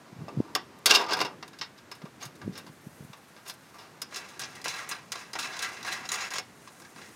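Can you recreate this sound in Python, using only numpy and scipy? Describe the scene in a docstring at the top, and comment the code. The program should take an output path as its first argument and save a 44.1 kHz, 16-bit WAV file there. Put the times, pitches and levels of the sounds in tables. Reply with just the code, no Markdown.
"""Bolt and nut in an engine bay

A bolt is pushed rattling through a hole in a steel strap, then a nut is spun up its thread.
Each contact is a short burst of tiny impacts that rings the strap or the nut; between them metal and skin rub.
The bay adds short dull echoes. Breeze bumps the microphone in the bass, over a soft outdoor hush."""
import sys
import numpy as np
from scipy import signal
from scipy.fft import rfft, irfft, next_fast_len
from scipy.io import wavfile

SR = 44100
rng = np.random.default_rng(int(sys.argv[2]) if len(sys.argv) > 2 else 0)


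def bounce(signal):
    """Save signal as a 16-bit WAV file at the path given by the first command-line argument."""
    frames = np.transpose(np.atleast_2d(signal))
    limited = np.clip(frames, -1, 1)
    pcm = np.round(limited * 32767).astype(np.int16)
    wavfile.write(sys.argv[1], SR, pcm)


def gain_from_db(level_db):
    """Convert decibel levels to linear amplitude factors (20 dB per decade)."""
    decades = np.asarray(level_db, float) / 20
    return 10 ** decades


N = 315315

NUT_ON_S = 4.09  # from here on the nut rings instead of the strap
NUT_STOPS_S, STOP_T60_S = 6.405, 0.018  # the nut jams and a finger damps it


def bolt_in_strap(force):
    """The loose bolt rattles in the strap: broad clatter and ringing strap modes."""
    # modes of strap and loose bolt: f/Hz, width/Hz, level/dB
    strap_modes = [(385, 60, -8), (720, 70, -9), (900, 60, -4), (1040, 60, -5), (1210, 100, -3),
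                   (1530, 50, -6), (2245, 40, -7), (2615, 40, -4), (2790, 50, 0), (3310, 110, -8),
                   (3690, 110, -5), (4300, 80, -8), (4590, 100, -3), (5110, 110, -2), (5290, 120, -1),
                   (5850, 60, -10), (6670, 160, -11), (8930, 90, -20)]
    # clatter density, levelled anew in each register: f/Hz, level/dB per Hz
    strap_colour = [(150, -29), (300, -10.5), (480, -14), (650, -7.5), (1100, -7.5), (1900, -6.5),
                    (2700, -8), (3300, -7.5), (5200, -4.5), (7500, -17.5), (12500, -21), (16000, -30)]
    t = np.arange(N) / SR
    return metal(force * (t < NUT_ON_S), strap_colour, strap_modes, ring_db=1, waver_db=3.5)


def nut_on_thread(force):
    """The nut rings on the thread; spinning close under the strap it rings higher up as well."""
    # modes of the nut on the thread: f/Hz, width/Hz, level/dB
    nut_modes = [(370, 70, -12), (750, 90, -7), (1060, 100, -7), (1330, 130, -7), (1670, 70, -5),
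                 (1970, 110, -2), (2270, 80, -6), (2640, 90, -3), (3360, 110, -6), (4020, 140, -1),
                 (4990, 80, -1), (5370, 90, -2), (5800, 150, -9), (6300, 200, -10), (6820, 120, -8),
                 (9300, 300, -14)]
    # clatter density, levelled anew in each register: f/Hz, level/dB per Hz
    nut_colour = [(300, -22), (560, -15.5), (800, -8.5), (1300, -7.5), (2100, -8), (3100, -7.5),
                  (4200, -5.5), (5600, -4.5), (6900, -7.5), (7700, -12), (9400, -14), (12500, -21.5),
                  (15500, -24.5), (16500, -36)]
    # added mode close under the strap: f/Hz, width/Hz, level/dB
    near_modes = [(6810, 110, -2)]
    near_from_s = 6.04
    t = np.arange(N) / SR
    near = (t >= near_from_s) & (t < NUT_STOPS_S + STOP_T60_S)
    free = (t >= NUT_ON_S) & ~near
    spun = metal(force * free, nut_colour, nut_modes, ring_db=2, waver_db=3)
    return spun + metal(force * near, nut_colour, nut_modes + near_modes, ring_db=2, waver_db=3)


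def pings():
    """Where a blow lands decides which pitch pings out: a short dying chatter of impacts into one mode."""
    # pings, levels ahead of the mix: t/s, rms level at the start/dB, f/Hz
    ping_rows = [(0.553, -26, 1210), (0.8579, -14, 4540), (0.907, -15, 2790), (0.948, -16, 5220),
                 (0.948, -18, 2790), (0.99, -31, 5170), (1.014, -39, 5200), (1.038, -37, 5160),
                 (1.063, -37, 5200), (1.088, -37, 5160), (1.109, -33, 5270), (1.121, -31, 5160),
                 (1.132, -20, 5060), (1.132, -25, 1530), (1.168, -34, 5140), (1.2, -27, 5200),
                 (1.212, -28, 5100), (1.252, -32.5, 5200), (1.426, -37, 1930), (1.531, -46, 1615),
                 (1.612, -35, 4460), (1.612, -30, 1940), (1.587, -38, 5250), (1.914, -35, 5180),
                 (2.045, -49, 700), (2.225, -32, 6480), (2.414, -43, 1570), (3.131, -43, 1150),
                 (3.494, -43, 4160), (4.017, -27.5, 5080), (4.017, -35, 5700), (4.159, -35, 5440),
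                 (4.393, -37, 1650), (4.415, -41, 5450), (4.436, -43, 3850), (4.685, -32, 6350),
                 (5.155, -47, 6310), (5.332, -40, 4970), (5.353, -33, 1890), (5.388, -32, 3680),
                 (5.426, -38, 3920), (5.591, -35, 5730), (5.591, -35, 4270), (5.625, -28, 1660),
                 (5.828, -44, 5740), (5.828, -47, 1590), (5.918, -37, 2540), (5.918, -36, 4040),
                 (6.089, -37, 3980), (6.14, -37, 3980), (6.25, -38, 1960), (6.337, -34, 2640),
                 (6.383, -43, 3980), (6.383, -34, 5300), (6.818, -52, 1550), (6.818, -54, 5320),
                 (6.848, -48, 1680), (6.96, -47, 1590), (6.99, -55, 5250), (7.015, -44, 1900),
                 (7.058, -46, 2000)]
    t60_s, width_hz = 0.093, 160
    out = np.zeros(N + SR)
    after = np.arange(SR // 8) / SR
    for s, top_db, hz in ping_rows:
        chatter = rng.standard_normal(len(after))
        tone = rms_one(band(chatter, hz - width_hz / 2, hz + width_hz / 2))
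        at = round(s * SR)
        out[at:at + len(after)] += tone * gain_from_db(top_db - 60 * after / t60_s)
    return out[:N]


def metal(force, colour, modes, ring_db, waver_db):
    """One shower of impacts makes a broad clatter, another drives the ringing modes, register by register."""
    light_touch_db = -51
    clatter, hits = (grains(per_s=12000, spread_db=2.5) for shower in range(2))
    out, drive = 0, 0
    for push, broad, plain in zip(force, registers(coloured(clatter, colour)), registers(hits)):
        out = out + push * broad / np.std(broad)
        drive = drive + push * plain / np.std(broad)
    # light touches are mostly skin and leave the metal quiet
    firm = force.sum(axis=0)
    drive = drive * firm / (firm + gain_from_db(light_touch_db))
    return out + gain_from_db(ring_db) * resonate(drive, modes, waver_db, waver_per_s=28)


def pressure(low_decay, high_decay, chatter_db, rasp_db):
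    """Force envelopes for the four registers; the rub chatters as the threads catch."""
    # knocks of metal on metal, ahead of the mix: t/s, scrape level at the top/dB, boom re scrape/dB,
    # edge re scrape/dB, t60 of the scrape/s
    knock_rows = [(0.282, -57.5, 28.5, -23, 0.054), (0.5509, -17, -9.5, -9, 0.034),
                  (0.558, -32.5, 10, -2, 0.036), (0.787, -59, -10, 9, .03),
                  (0.858, -10.5, -17.5, -4, 0.073), (0.918, -24, -5, -16, .04),
                  (0.938, -19, -7.5, -12, 0.098), (0.948, -10.5, -26, -14.5, 0.083),
                  (0.957, -17, -9, -12, 0.052), (0.99, -33, -20, -20, .05), (1.014, -30, -20, -20, .05),
                  (1.038, -36, -20, -20, 0.041), (1.063, -38, -18, -20, 0.046),
                  (1.108, -26, -12, -20, 0.11), (1.121, -25.5, -0.5, -33.5, 0.059),
                  (1.19, -30, -1, -12, 0.052), (1.203, -25.5, 0, -15, .088),
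                  (1.2122, -24, -1.5, -11.5, 0.064), (1.248, -33, 3.5, -14, 0.092),
                  (1.426, -36.5, -0.5, -17, 0.049), (1.478, -45, -8, -0.5, 0.048),
                  (1.531, -50, 2.5, -16, 0.089), (1.587, -38, -30, -10, 0.054),
                  (1.612, -28.5, -10, -23, 0.1), (1.914, -39, -4, -7, 0.075), (1.95, -50, -17, -2, 0.1),
                  (2.017, -50, 7.5, -17, 0.058), (2.053, -52.5, 12, -9, 0.073),
                  (2.225, -41, -3.5, -4.5, 0.15), (2.415, -49.5, 6, -20, 0.095),
                  (2.553, -43.5, -5, -18, 0.21), (2.577, -41.5, -2, 2, 0.087), (2.664, -49, 4, -7, 0.12),
                  (3.131, -44, 0, -11, 0.062), (3.364, -51, 1.5, -17, 0.11), (3.538, -67, -14, 21, .05),
                  (3.741, -56.5, 7, -1, 0.22), (3.784, -47.5, -2, -9, 0.37),
                  (4.017, -30.5, -12, 1.5, 0.051), (4.116, -56, 9, -15, .03),
                  (4.1242, -51, 11.5, -21, 0.037), (4.144, -35.5, -14, -14, 0.063),
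                  (4.159, -31.5, -10.5, -6, 0.14), (4.285, -50, -8, -4, 0.28),
                  (4.393, -34, -11.5, -0.5, 0.11), (4.415, -32, -9, -13, 0.088),
                  (4.436, -30, -26, -41, 0.08), (4.615, -43, -11, -3, 0.042),
                  (4.642, -33, -12, -0.5, 0.073), (4.657, -32.5, 1.5, -21, 0.074),
                  (4.68, -29, -29, -7, 0.14), (4.89, -40, -4, 9.5, 0.09), (5.119, -26.5, -15, -4.5, 0.056),
                  (5.155, -38, -2, -10, 0.063), (5.332, -32, -10, -8, 0.057), (5.353, -35, 4, -15, 0.08),
                  (5.388, -29.5, -10.5, -5.5, 0.16), (5.426, -32.5, -13, -12, 0.12),
                  (5.453, -34.5, -6, -14, .06), (5.471, -35, -12, -18, 0.037), (5.566, -37, -5, -7, 0.061),
                  (5.591, -30.5, -20, -7, 0.057), (5.646, -32.5, -4, -17, 0.066),
                  (5.689, -40, -16, -6, 0.047), (5.767, -42, -17, -16, 0.089), (5.828, -36, -14, -7, 0.04),
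                  (5.847, -36, 1.5, -13, 0.079), (6.054, -38.5, -7, -13, 0.082),
                  (6.089, -28, -17, -5, 0.038), (6.1172, -28, -12, -3.5, 0.13),
                  (6.14, -27, -14, -10, 0.057), (6.155, -36.5, -5, -3, 0.045), (6.249, -37, -14, -12, .06),
                  (6.3042, -37, -9, -6, 0.06), (6.336, -31, -8, -5.5, 0.089), (6.356, -31, -8, -12, 0.14),
                  (6.383, -29.5, -6, -7, 0.065), (6.674, -47, -1.5, -19, 0.09), (6.799, -54.5, 2, 6, .087),
                  (6.818, -48.5, -6, -10, 0.079), (6.848, -48, 1.5, -15, 0.037), (6.96, -48.5, 3, -8, 0.04),
                  (7.015, -46.5, -4, -9, 0.068), (7.058, -53, -2, -9, .08)]
    # glancing scuffs that swell before they die: t/s, scrape level at the top/dB, boom re scrape/dB,
    # edge re scrape/dB, rise/s
    scuff_rows = [(0.891, -16, -11, -16, 0.013), (0.9073, -8.5, -18, -12.5, 0.0018),
                  (1.079, -35.5, 2, -23, 0.017), (1.131, -21.5, -20, -12, 0.0024),
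                  (1.167, -37, 8, -5, 0.003), (1.775, -48.5, -12, -11, 0.0073),
                  (2.197, -43, -3, -10, 0.022), (2.25, -42.5, -23, 1.5, 0.0051),
                  (2.351, -53.5, -11, -2, .0049), (2.52, -49, -13, -11, 0.015), (3.45, -47, -1, -5, 0.015),
                  (3.472, -41, -7.5, 2, 0.012), (3.494, -34, -12, -3.5, 0.0038),
                  (4.135, -41, -12, -9, 0.011), (4.549, -44, -6, -4, 0.0071),
                  (4.91, -29.5, -5, -16, 0.0045), (5.513, -40.5, -8, -19, 0.023),
                  (5.617, -29.5, -10, -4.5, 0.0094), (5.911, -32.5, -16, -6.5, 0.017),
                  (6.203, -33.5, -8, -12, 0.0075)]
    knock_rise_s = 0.00074
    scuff_t60_s, scuff_t60_per_rise = 0.039, 6.7  # a slower swell also dies more slowly
    patchy = 0.8  # each register's own flicker re the shared chatter
    t = np.arange(N) / SR
    flicker = drift(85) + patchy * np.array([drift(30) for register in range(4)])
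    power = rubbing(t) * gain_from_db(chatter_db * flicker) ** 2
    after = t[:SR // 3]
    contacts = [(*row, knock_rise_s) for row in knock_rows]
    contacts += [(*row, scuff_t60_s + scuff_t60_per_rise * rise, rise) for *row, rise in scuff_rows]
    for s, top_db, boom_db, edge_db, t60, rise in contacts:
        at = round(s * SR)
        swell = np.minimum(after / rise, 1)
        # the rasp lies between boom and scrape, so it takes after both
        shares = [(boom_db, low_decay), (boom_db / 2 + rasp_db, low_decay), (0, 1), (edge_db, high_decay)]
        for k, (re_db, slow) in enumerate(shares):
            fall = gain_from_db(top_db + re_db - 60 * np.maximum(after - rise, 0) / (t60 * slow))
            if s < NUT_STOPS_S:
                fall = fall * gain_from_db(-60 * np.maximum(s + after - NUT_STOPS_S, 0) / STOP_T60_S)
            power[k, at:at + len(after)] += (fall * swell)[:N - at] ** 2
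    return np.sqrt(power)


def rubbing(t):
    """Power of steady friction in the four registers: brushing hands, the sliding bolt, the spinning nut."""
    # strokes swell to a top and sag until they end: start t/s, length/s, stroke level at the top/dB, time to
    # the top/s, sag ahead of the register's share/dB
    bolt_slides = [(0.87, .22, -36, 0.14, 16.5), (1.085, 0.26, -41, 0.043, 20.5)]
    nut_spins = [(4.11, 0.27, -51.5, 0.1, 6.2), (4.4, 0.23, -48, 0.087, 7), (4.65, 0.28, -42, 0.14, 9.9),
                 (4.9, 0.15, -43.5, 0.027, 17.5), (5.13, 0.19, -48, 0.066, 12),
                 (5.385, 0.24, -43.5, 0.042, 4), (5.6, 0.25, -42.5, 0.023, 7.7),
                 (5.86, 0.2, -38.5, 0.023, 10.6), (6.1, 0.19, -41.5, 0.14, 4.3),
                 (6.31, 0.092, -39.5, 0.013, 9.2), (6.97, 0.12, -51, 0.061, 5.8)]
    # boom, rasp, scrape, edge of a stroke: offset from its stroke level/dB
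    slide_re_db = (7.5, 2, -7, -16)
    spin_re_db = (-3.5, 1, -2.5, -8.5)
    # share of the sag in each register [ratio]: the treble follows speed most closely, the boom least
    sag_share = (.8, 1.01, 1.1, 1.6)
    # hands brushing the parts all along: t/s, dull brush level/dB, bright brush level/dB
    hand_rows = [(0.0, -58.5, -75), (0.43, -52.5, -71), (0.84, -57, -84), (1.4, -76, -83), (1.75, -64, -79),
                 (2.1, -82, -69), (2.52, -66, -65), (2.77, -91, -61.5), (3.0, -75, -56.5),
                 (3.19, -71, -62.5), (3.74, -63, -61.5), (4.0, -59, -69), (6.43, -64, -61),
                 (6.64, -67, -59.5), (7.15, -61, -57.5)]
    # rasp and scrape of the brushing re the mean of dull and bright: level/dB
    brush_middle_db = (-1.5, -2.5)
    swell_db = 1.5  # a stroke starts this far below its top, ahead of the share
    s, dull_db, bright_db = np.transpose(hand_rows)
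    middle_db = (dull_db + bright_db) / 2
    levels_db = [dull_db, middle_db + brush_middle_db[0], middle_db + brush_middle_db[1], bright_db]
    power = np.array([gain_from_db(np.interp(t, s, level_db)) ** 2 for level_db in levels_db])
    for strokes, re_db in [(bolt_slides, slide_re_db), (nut_spins, spin_re_db)]:
        for start, length, top_db, to_top, sag_db in strokes:
            during = slice(round(start * SR), round((start + length) * SR))
            below_db = np.interp(t[during] - start, [0, to_top, length], [-swell_db, 0, -sag_db])
            stroke_db = top_db + np.outer(sag_share, below_db) + np.array(re_db)[:, None]
            power[:, during] += gain_from_db(stroke_db) ** 2
    return power


def grains(per_s, spread_db):
    """Tiny impacts at random moments, a few much stronger than the rest."""
    sizes = gain_from_db(spread_db * np.minimum(rng.exponential(1, N), 5)) * rng.choice([-1, 1], N)
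    return rms_one(sizes * (rng.random(N) < per_s / SR))


def resonate(x, peaks, waver_db, waver_per_s):
    """Parallel resonances with alternating signs; the grip shifts how hard each one is driven."""
    out = 0
    for k, (hz, width, level_db) in enumerate(peaks):
        r = np.exp(-np.pi * width / SR)
        a = [1, -2 * r * np.cos(2 * np.pi * hz / SR), r * r]
        b = [(1 - r * r) / 2, 0, (r * r - 1) / 2]
        drive = x * gain_from_db(level_db + waver_db * drift(waver_per_s)) + 1e-18
        out = out + (-1) ** k * signal.lfilter(b, a, drive)
    return out


def registers(x):
    """Split into boom, rasp, scrape and edge that add back up to the whole."""
    boom_top_hz, rasp_top_hz, edge_from_hz = 1300, 2800, 7500
    below = [coloured(x, [(hz / 1.4, 0), (hz, -6), (hz * 1.4, -30)])
             for hz in (boom_top_hz, rasp_top_hz, edge_from_hz)]
    return np.diff([0 * x, *below, x], axis=0)


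def engine_bay(x):
    """Short dull echoes from the hood and the fenders, as a dying band of noise."""
    after = np.arange(SR // 4) / SR
    tail = rng.standard_normal(len(after)) * gain_from_db(-60 * after / 0.17)
    echoes = band(tail, 300, 4000) / np.sqrt(np.sum(tail ** 2))
    return gain_from_db(-11) * signal.fftconvolve(x, echoes)[:N]


def bumps():
    """Air bumps the microphone: a short wobble swells and dies, its sharp middle reaching higher in pitch."""
    # bumps: t at the top/s, peak of the envelope/dB, nominal f/Hz (1.19 f at the top), spread/cycles of f
    bump_rows = [(0.13, -36, 214, 0.96), (0.168, -42, 224, 1.5), (0.192, -36, 156, 1.3),
                 (0.209, -38, 209, 1.1), (0.222, -30.5, 203, 1.7), (0.241, -36, 193, 1.1),
                 (0.374, -20, 220, 1.1), (0.388, -24.5, 172, 3), (0.404, -13.5, 326, 1.16),
                 (2.043, -30.5, 227, 1.2), (2.265, -40, 182, 1.9), (2.438, -35, 142, 1.2),
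                 (2.45, -36, 167, 3.7), (2.46, -33, 200, 1.1), (2.47, -31, 210, 0.92),
                 (2.479, -21, 270, 0.72), (2.496, -29, 220, 1.7), (2.506, -36, 220, 1.2),
                 (2.526, -45, 207, 2), (2.681, -43, 240, 0.89), (2.7, -41, 188, 1.2), (2.871, -32, 210, 1),
                 (3.008, -33.5, 180, 0.79), (3.028, -39, 200, 1.4), (3.05, -38.5, 171, 0.95),
                 (3.102, -41.5, 190, 1.4), (6.965, -45, 260, 1.2)]
    out = np.zeros(N)
    for s, peak_db, hz, cycles in bump_rows:
        turn = np.arange(-SR // 20, SR // 20) * hz / SR
        shape = 1 / np.cosh(turn / cycles * 2.08)
        wobble = np.sin(2 * np.pi * (0.65 * turn + 0.12 * np.tanh(4.5 * turn)))
        at = round(s * SR) - SR // 20
        out[at:at + len(turn)] += gain_from_db(peak_db) * shape * wobble
    return out


def breeze():
    """Lumpy low noise of moving air."""
    # breeze at the microphone, ahead of the lumps: t/s, level/dB
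    breeze_rows = [(0.0, -62), (0.14, -58), (0.3, -46.5), (0.5, -54), (1.05, -58), (1.2, -47), (1.39, -54),
                   (1.71, -63), (2.48, -52), (2.62, -56), (2.8, -62), (3.03, -54), (3.2, -76),
                   (4.02, -59.5), (4.82, -57), (5.12, -64), (5.4, -57.5), (6.11, -55.5), (6.5, -60.5),
                   (7.15, -58)]
    s, level_db = np.transpose(breeze_rows)
    rumble = rms_one(band(band(rng.standard_normal(N), 114, 490), 66, 510))
    lumps_db = 2.2 * drift(30)
    return gain_from_db(np.interp(np.arange(N) / SR, s, level_db) + lumps_db) * rumble


def outdoor_hush():
    """Steady, soft outdoor noise, strongest in the low registers."""
    # shape of the hush: f/Hz, relative level/dB
    hush_colour = [(15, -42.5), (25, -2), (48, -9.5), (142, 2.5), (367, -4), (432, -5), (743, -4),
                   (1680, -6), (2970, -14), (6520, -18), (15100, -29.5), (16400, -50)]
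    hush = coloured(rng.standard_normal(N), hush_colour)
    return gain_from_db(-57) * hush / np.std(band(hush, 350, 16000))  # -57 dB rms within this band


def drift(per_s):
    """Slow chance with unit spread: random points joined by straight lines."""
    points = rng.standard_normal(int(8 * per_s) + 2)
    return np.interp(np.arange(N) / SR * per_s, np.arange(len(points)), points)


def rms_one(x):
    """Scale to unit rms."""
    return x / np.sqrt(np.mean(x ** 2) + 1e-20)


def coloured(x, spectrum):
    """Shape a noise by a (Hz, dB) spectrum, straight between its points over log frequency."""
    size = next_fast_len(N)
    hz = np.arange(size // 2 + 1) * SR / size + 1
    points = np.array(spectrum)
    gain_db = np.interp(np.log(hz), np.log(points[:, 0]), points[:, 1])
    return irfft(rfft(x, size) * gain_from_db(gain_db), size)[:N]


def band(x, low_hz, high_hz):
    """Fourth-order band-pass."""
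    return signal.sosfilt(signal.butter(2, [low_hz, high_hz], "band", fs=SR, output="sos"), x)


def scene():
    """Metal with its echoes, air on the microphone, hush."""
    force = pressure(low_decay=1.25, high_decay=1.0, chatter_db=1.7, rasp_db=-1.5)
    work = bolt_in_strap(force) + nut_on_thread(force) + pings()
    mix = gain_from_db(-6.0) * work + engine_bay(work) + bumps() + breeze() + outdoor_hush()
    return mix[None]


def top_cut(x):
    """Nothing passes above the cut-off."""
    return signal.sosfilt(signal.butter(12, 16980, fs=SR, output="sos"), x)


def record(dry):
    """A small microphone with little bass and a cut top."""
    thin = signal.sosfilt(signal.butter(3, 70, "high", fs=SR, output="sos"), dry)
    thin = signal.sosfilt(signal.cheby2(16, 30, 16150, fs=SR, output="sos"), thin)
    return top_cut(thin)


dry = scene()
out = record(dry)
bounce(out)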